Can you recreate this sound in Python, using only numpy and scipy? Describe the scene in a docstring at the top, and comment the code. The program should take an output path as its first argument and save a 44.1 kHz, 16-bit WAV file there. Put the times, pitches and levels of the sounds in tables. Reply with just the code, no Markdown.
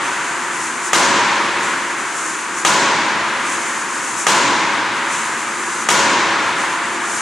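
"""Heavy hammer blows crack and ring through a big steel hall, about one every 1.65 s.
A hydraulic forging hammer strikes a hot billet: the dies meet, the frame rings and the hall roars.
Between blows the pumps drone, oil and air hiss through the valves, and dull low thuds sound.
An automatic gain control ducks at every blow and creeps back up."""
import sys
import numpy as np
from scipy import signal
from scipy.fft import rfft, irfft, next_fast_len
from scipy.io import wavfile

SR = 44100
rng = np.random.default_rng(int(sys.argv[2]) if len(sys.argv) > 2 else 0)


def dump_mix(stems):
    """Bounce the given channels to the path in sys.argv[1] as a 16-bit WAV at rate SR."""
    frames = np.atleast_2d(stems).T  # one column per channel
    limited = np.clip(frames, -1, 1)  # hard clip at full scale
    pcm = np.round(limited * 32767).astype(np.int16)
    wavfile.write(sys.argv[1], SR, pcm)


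N = 317961
LEAD = SR  # 1 s of lead-in: an earlier blow still rings at time 0
TIME_S = np.arange(-LEAD, N) / SR
AGE_S = np.arange(3 * SR) / SR  # time since a blow
SIDES = np.array([[1], [-1]])  # left, right


def from_db(db):
    """Decibels to gain."""
    return 10 ** (np.asarray(db) / 20)


def at_hz(points, hz):
    """Interpolate a table on a log-frequency axis."""
    table_hz, value = np.transpose(points)
    return np.interp(np.log(np.maximum(hz, 1)), np.log(table_hz), value)


def white_pair(size):
    """Spectra of two independent white noises."""
    return rfft(rng.standard_normal((2, size)))


# Left-right likeness of the noises: (frequency [Hz], coherence [0..1])
STEREO_COHERENCE = [(60, .87), (300, .935), (1300, .93), (2800, .87), (6000, .84), (10000, .5)]
# Stereo balance of the noises: (frequency [Hz], left minus right [dB])
STEREO_BALANCE = [(100, 3.1), (400, .7), (1100, 0.4), (4000, 1.6), (6800, 3.1), (10000, .3)]
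def coloured(white, spectrum):
    """Give a pair of noise spectra their colour and stereo image."""
    hz = np.linspace(0, SR / 2, white.shape[1])
    gain = from_db(at_hz(spectrum, hz))
    coherence = np.clip(at_hz(STEREO_COHERENCE, hz), 0, 1)
    mid = np.sqrt((1 + coherence) / 2) * white[0]
    side = np.sqrt((1 - coherence) / 2) * white[1]
    balance = from_db(SIDES * at_hz(STEREO_BALANCE, hz) / 2)
    return (mid + SIDES * side) * balance * gain / np.sqrt(np.mean(gain ** 2))


def noise(spectrum, size):
    """Steady stereo noise, rms about 1."""
    white = white_pair(2 * next_fast_len(size // 2 + 1))
    return irfft(coloured(white, spectrum))[:, :size]


def wavering_tone(hz, t, waver, waver_hz, spread):
    """A tone heard over many paths: amplitude and phase wander, slightly apart in left and right."""
    knots_s = np.arange(t[0], t[-1] + 1, 1 / waver_hz)
    common, apart = rng.standard_normal((2, len(knots_s), 2)) @ [1, 1j]
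    paths = 1 + waver * common + spread * apart * SIDES
    paths /= np.sqrt(np.mean(np.abs(paths) ** 2))
    carrier = np.exp(2j * np.pi * (hz * t + rng.random()))
    return np.sqrt(2) * np.real([np.interp(t, knots_s, channel) * carrier for channel in paths])


# Pump and motor drone: (frequency [Hz], relative density [dB])
DRONE_SPECTRUM = [(30, -50), (60, -45), (110, -18.5), (180, -12.5), (230, -9), (340, -6), (450, -10.5),
                  (700, -14.5), (920, 0), (1600, -1), (2200, -6.5), (3200, -15), (5000, -19.5),
                  (12000, -66)]
# Pump tones: (frequency [Hz], level before load gain [dB], waver [ratio])
PUMP_PARTIALS = [(227, -50, .8), (320, -45, .9), (347.5, -41.5, .45), (388, -49, .8), (522, -50.5, .5),
                 (695, -44.5, .55), (1007, -42, .7), (1080, -43, .7), (1620, -44, .9)]
# Pump load: (time [s], gain [dB])
LOAD_CURVE = [(0.5, 1.2), (2.3, 0.36), (3.9, 1), (5.5, 1.4), (7.1, 2)]
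def pumps(drone_db, waver_hz, spread):
    """Hydraulic power pack: a broad drone with wavering tones, louder under load."""
    tones = sum(from_db(db) * wavering_tone(hz, TIME_S, waver, waver_hz, spread)
                for hz, db, waver in PUMP_PARTIALS)
    drone = from_db(drone_db) * noise(DRONE_SPECTRUM, len(TIME_S))
    load_db = np.interp(TIME_S, *np.transpose(LOAD_CURVE))
    return from_db(load_db) * (drone + tones)


# Low thuds between blows: (time [s], envelope peak [dB])
LOW_THUDS = [(0.24, -45), (1.24, -47), (3.235, -37), (4.5, -40), (6.235, -29)]
def thuds(hz, half_width_s):
    """Dull thuds: a slow swing or two under a Gaussian envelope."""
    out = np.zeros(len(TIME_S))
    for time_s, db in LOW_THUDS:
        t = TIME_S - time_s
        out += from_db(db) * np.exp(-(t / half_width_s) ** 2) * np.sin(2 * np.pi * hz * t)
    return out


# Valve hiss: (frequency [Hz], relative density [dB])
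HISS_SPECTRUM = [(1500, -40), (4000, -18), (5500, -5), (6300, 1.5), (7000, 2.5), (8500, -2), (10000, -5),
                 (11400, -16.5), (12600, -40)]
# Ram lifts: (time [s], hiss level [dB], power decay constant [s], reversal level [dB])
RAM_LIFTS = [(0.05, -33.5, 0.94, -31.5), (1.645, -35.5, 0.69, -29.5), (3.5, -28, 0.35, -30),
             (5.13, -28, 0.22, -30), (6.6, -35, 0.086, -27)]
def valves(steady_db, opening_s, puff_db, reversal_after_s, spurt_lead_s, flutter_db, flutter_hz):
    """Oil and air pass the valves: a narrow bright hiss that follows the ram's stroke."""
    def surge(time_s, db, half_width_s):
        return from_db(db) ** 2 * np.exp(-((TIME_S - time_s) / half_width_s) ** 2)
    power = from_db(steady_db) ** 2
    for lift_s, db, decay_s, reversal_db in RAM_LIFTS:
        opening = (1 + np.tanh((TIME_S - lift_s) / opening_s)) / 2
        fade = np.exp(-np.maximum(TIME_S - lift_s, 0) / decay_s)
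        power += from_db(db) ** 2 * opening * fade
        power += surge(lift_s, puff_db, half_width_s=0.028)  # valve cracks open
        power += surge(lift_s + reversal_after_s, reversal_db, half_width_s=0.094)  # top of stroke
    for blow_s, spurt_db in RAM_BLOWS:
        power += surge(blow_s - spurt_lead_s, spurt_db, half_width_s=0.031)  # ram comes down
    hiss = np.sqrt(power) * noise(HISS_SPECTRUM, len(TIME_S))
    knots_s = np.arange(TIME_S[0], TIME_S[-1] + 1, 1 / flutter_hz)
    flutter = np.interp(TIME_S, knots_s, rng.standard_normal(len(knots_s)))
    return hiss * from_db(flutter_db * flutter)


# Hall response to a blow: (frequency [Hz], relative density [dB])
ROAR_SPECTRUM = [(30, -36), (60, -34), (100, -14), (180, -9.5), (330, -3.5), (500, -7), (730, -6.5),
                 (940, 2.5), (1250, -3), (1600, -2.5), (3000, -8.5), (5000, -11.5), (6800, -7.5),
                 (10000, -14.5), (13500, -34)]
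# Hall decay: (band centre [Hz], T60 [s])
HALL_DECAY = [(60, 1.53), (250, 2.41), (500, 2.05), (1000, 2.57), (2000, 2.85), (4000, 1.966), (7000, 1.19),
              (11000, 0.48)]
def hall_roar(white, level_db, first_wall_s, early_share, build_cycles):
    """Dense reflections swell when the first wall answers; bass blooms late, treble dies first."""
    spectrum = coloured(white, ROAR_SPECTRUM)
    hz = np.linspace(0, SR / 2, spectrum.shape[1])
    out = np.zeros((2, len(AGE_S)))
    for centre_hz, t60_s in HALL_DECAY:
        band = at_hz([(f, f == centre_hz) for f, _ in HALL_DECAY], hz)
        build = 1 - np.exp(-AGE_S * centre_hz / build_cycles)
        out += irfft(spectrum * band) * from_db(-60 * AGE_S / t60_s) * build
    wall_onset = (1 + np.tanh((AGE_S - first_wall_s) / 0.0014)) / 2
    swell = early_share + (1 - early_share) * wall_onset
    return from_db(level_db) * swell * out


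# Modes of dies, anvil and frame: (frequency [Hz], relative level [dB], T60 [s], build-up [s])
STEEL_MODES = [(115, -35, 2.4, .06), (163, -29, 1.4, .02), (213, -27, 2, .03), (290, -22, 1.2, .13),
               (324, -16, 1.5, .15), (350, -21, 1.4, .15), (387, -24, 1.8, .06), (559, -23, 2.6, .03),
               (664, -22, 1.4, .02), (812, -23, 1.6, .02), (847, -22, 2.2, .02), (928, -20, 1.4, .02),
               (952, -17, 2.1, .02), (1008, -11, 1.7, .02), (1106, -13.5, 1.2, .02), (1235, -7, .09, .001),
               (1422, -15, 1.2, .02), (1524, -23, 1.2, .02), (1604, -23, 2.6, .05), (1624, -19, 1, .02),
               (2017, -22, 1, .01), (2880, -12, .12, .001), (3450, -15, .1, .001), (3947, -27, .7, .005),
               (4647, -27, .8, .005), (6567, -22, .4, .001)]
def frame_ring(level_db, waver, waver_hz, spread):
    """Steel modes build up as the blow spreads through the frame, then die away."""
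    out = np.zeros((2, len(AGE_S)))
    for hz, db, t60_s, build_s in STEEL_MODES:
        t = AGE_S[:int(t60_s * SR)]
        build = 1 - np.exp(-(t / build_s) ** 2)
        envelope = from_db(db - 60 * t / t60_s) * build
        out[:, :len(t)] += envelope * wavering_tone(hz, t, waver, waver_hz, spread)
    return from_db(level_db) * out


# Direct crack of the dies: (frequency [Hz], relative density [dB])
CRACK_SPECTRUM = [(30, -34), (80, -26), (170, -7.5), (500, 0), (1100, -1.5), (2000, 1), (3200, -3),
                  (4700, -16), (6600, 0), (9500, -17), (13500, -39)]
def die_crack(level_db, decay_s):
    """The dies meet: a short noise burst straight from the anvil."""
    return from_db(level_db) * noise(CRACK_SPECTRUM, len(AGE_S)) * np.exp(-(AGE_S / decay_s) ** 2)


# Ram blows: (time [s], level of the valve spurt just ahead [dB])
RAM_BLOWS = [(-0.75, -27), (0.9318, -26.5), (2.6495, -27), (4.2675, -23), (5.888, -28.5)]
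def hammer(shared_power):
    """Each blow repeats one crack and ring; its roar changes a little as the billet flattens."""
    out = np.zeros((2, len(TIME_S)))
    shared = white_pair(len(AGE_S))
    crack = die_crack(level_db=-2.5, decay_s=0.012)
    ring = frame_ring(level_db=0.5, waver=0.42, waver_hz=13, spread=0.14)
    for blow_s, _ in RAM_BLOWS:
        white = np.sqrt(shared_power) * shared + np.sqrt(1 - shared_power) * white_pair(len(AGE_S))
        roar = hall_roar(white, level_db=-1.0, first_wall_s=0.0142, early_share=0.47, build_cycles=3.9)
        blow = crack + ring + roar
        start = LEAD + round(blow_s * SR)
        out[:, start:start + len(AGE_S)] += blow[:, :len(TIME_S) - start]
    return out


def scene():
    """Pumps, thuds, valves and hammer in stereo, lead-in included."""
    drone = pumps(drone_db=-24.0, waver_hz=5.4, spread=0.092)
    lows = thuds(hz=38, half_width_s=0.014)
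    hiss = valves(steady_db=-33.0, opening_s=0.036, puff_db=-31, reversal_after_s=0.58,
                  spurt_lead_s=0.061, flutter_db=0.9, flutter_hz=22)
    return drone + lows + hiss + hammer(shared_power=0.53)


def gain_control(x, limit_db, depth_db, window_s, attack_s, release_db_per_s):
    """Duck by the excess over the limit, at most depth_db; recover at the release rate."""
    def smooth(values, tau_s):
        pole = np.exp(-1 / (tau_s * SR))
        return signal.lfilter([1 - pole], [1, -pole], values)
    level_db = 10 * np.log10(smooth(np.mean(x ** 2, axis=0), window_s) + 1e-12)
    excess_db = np.clip(level_db - limit_db, 0, depth_db)
    ramp_db = release_db_per_s * np.arange(x.shape[1]) / SR
    reduction_db = np.maximum.accumulate(excess_db + ramp_db) - ramp_db  # falling peak hold
    return x * from_db(-smooth(reduction_db, attack_s))


def record(dry):
    """Slow-release gain control, shallow peak limiter, clipping, bass and top cuts; drops the lead-in."""
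    ducked = gain_control(dry, limit_db=-9.5, depth_db=18,
                          window_s=0.0047, attack_s=0.0018, release_db_per_s=12.5)
    limited = gain_control(ducked, limit_db=-6.5, depth_db=4,
                           window_s=0.00002, attack_s=0.00004, release_db_per_s=1200)
    clipped = np.clip(limited, -0.74, 0.74)
    bass_cut_hz, top_cut_hz = 58, 13600
    bass_cut = signal.butter(2, bass_cut_hz, "high", fs=SR, output="sos")
    top_cut = signal.ellip(12, 0.1, 100, top_cut_hz, fs=SR, output="sos")
    return signal.sosfilt(top_cut, signal.sosfilt(bass_cut, clipped))[:, -N:]


dry = scene()
out = record(dry)
dump_mix(out)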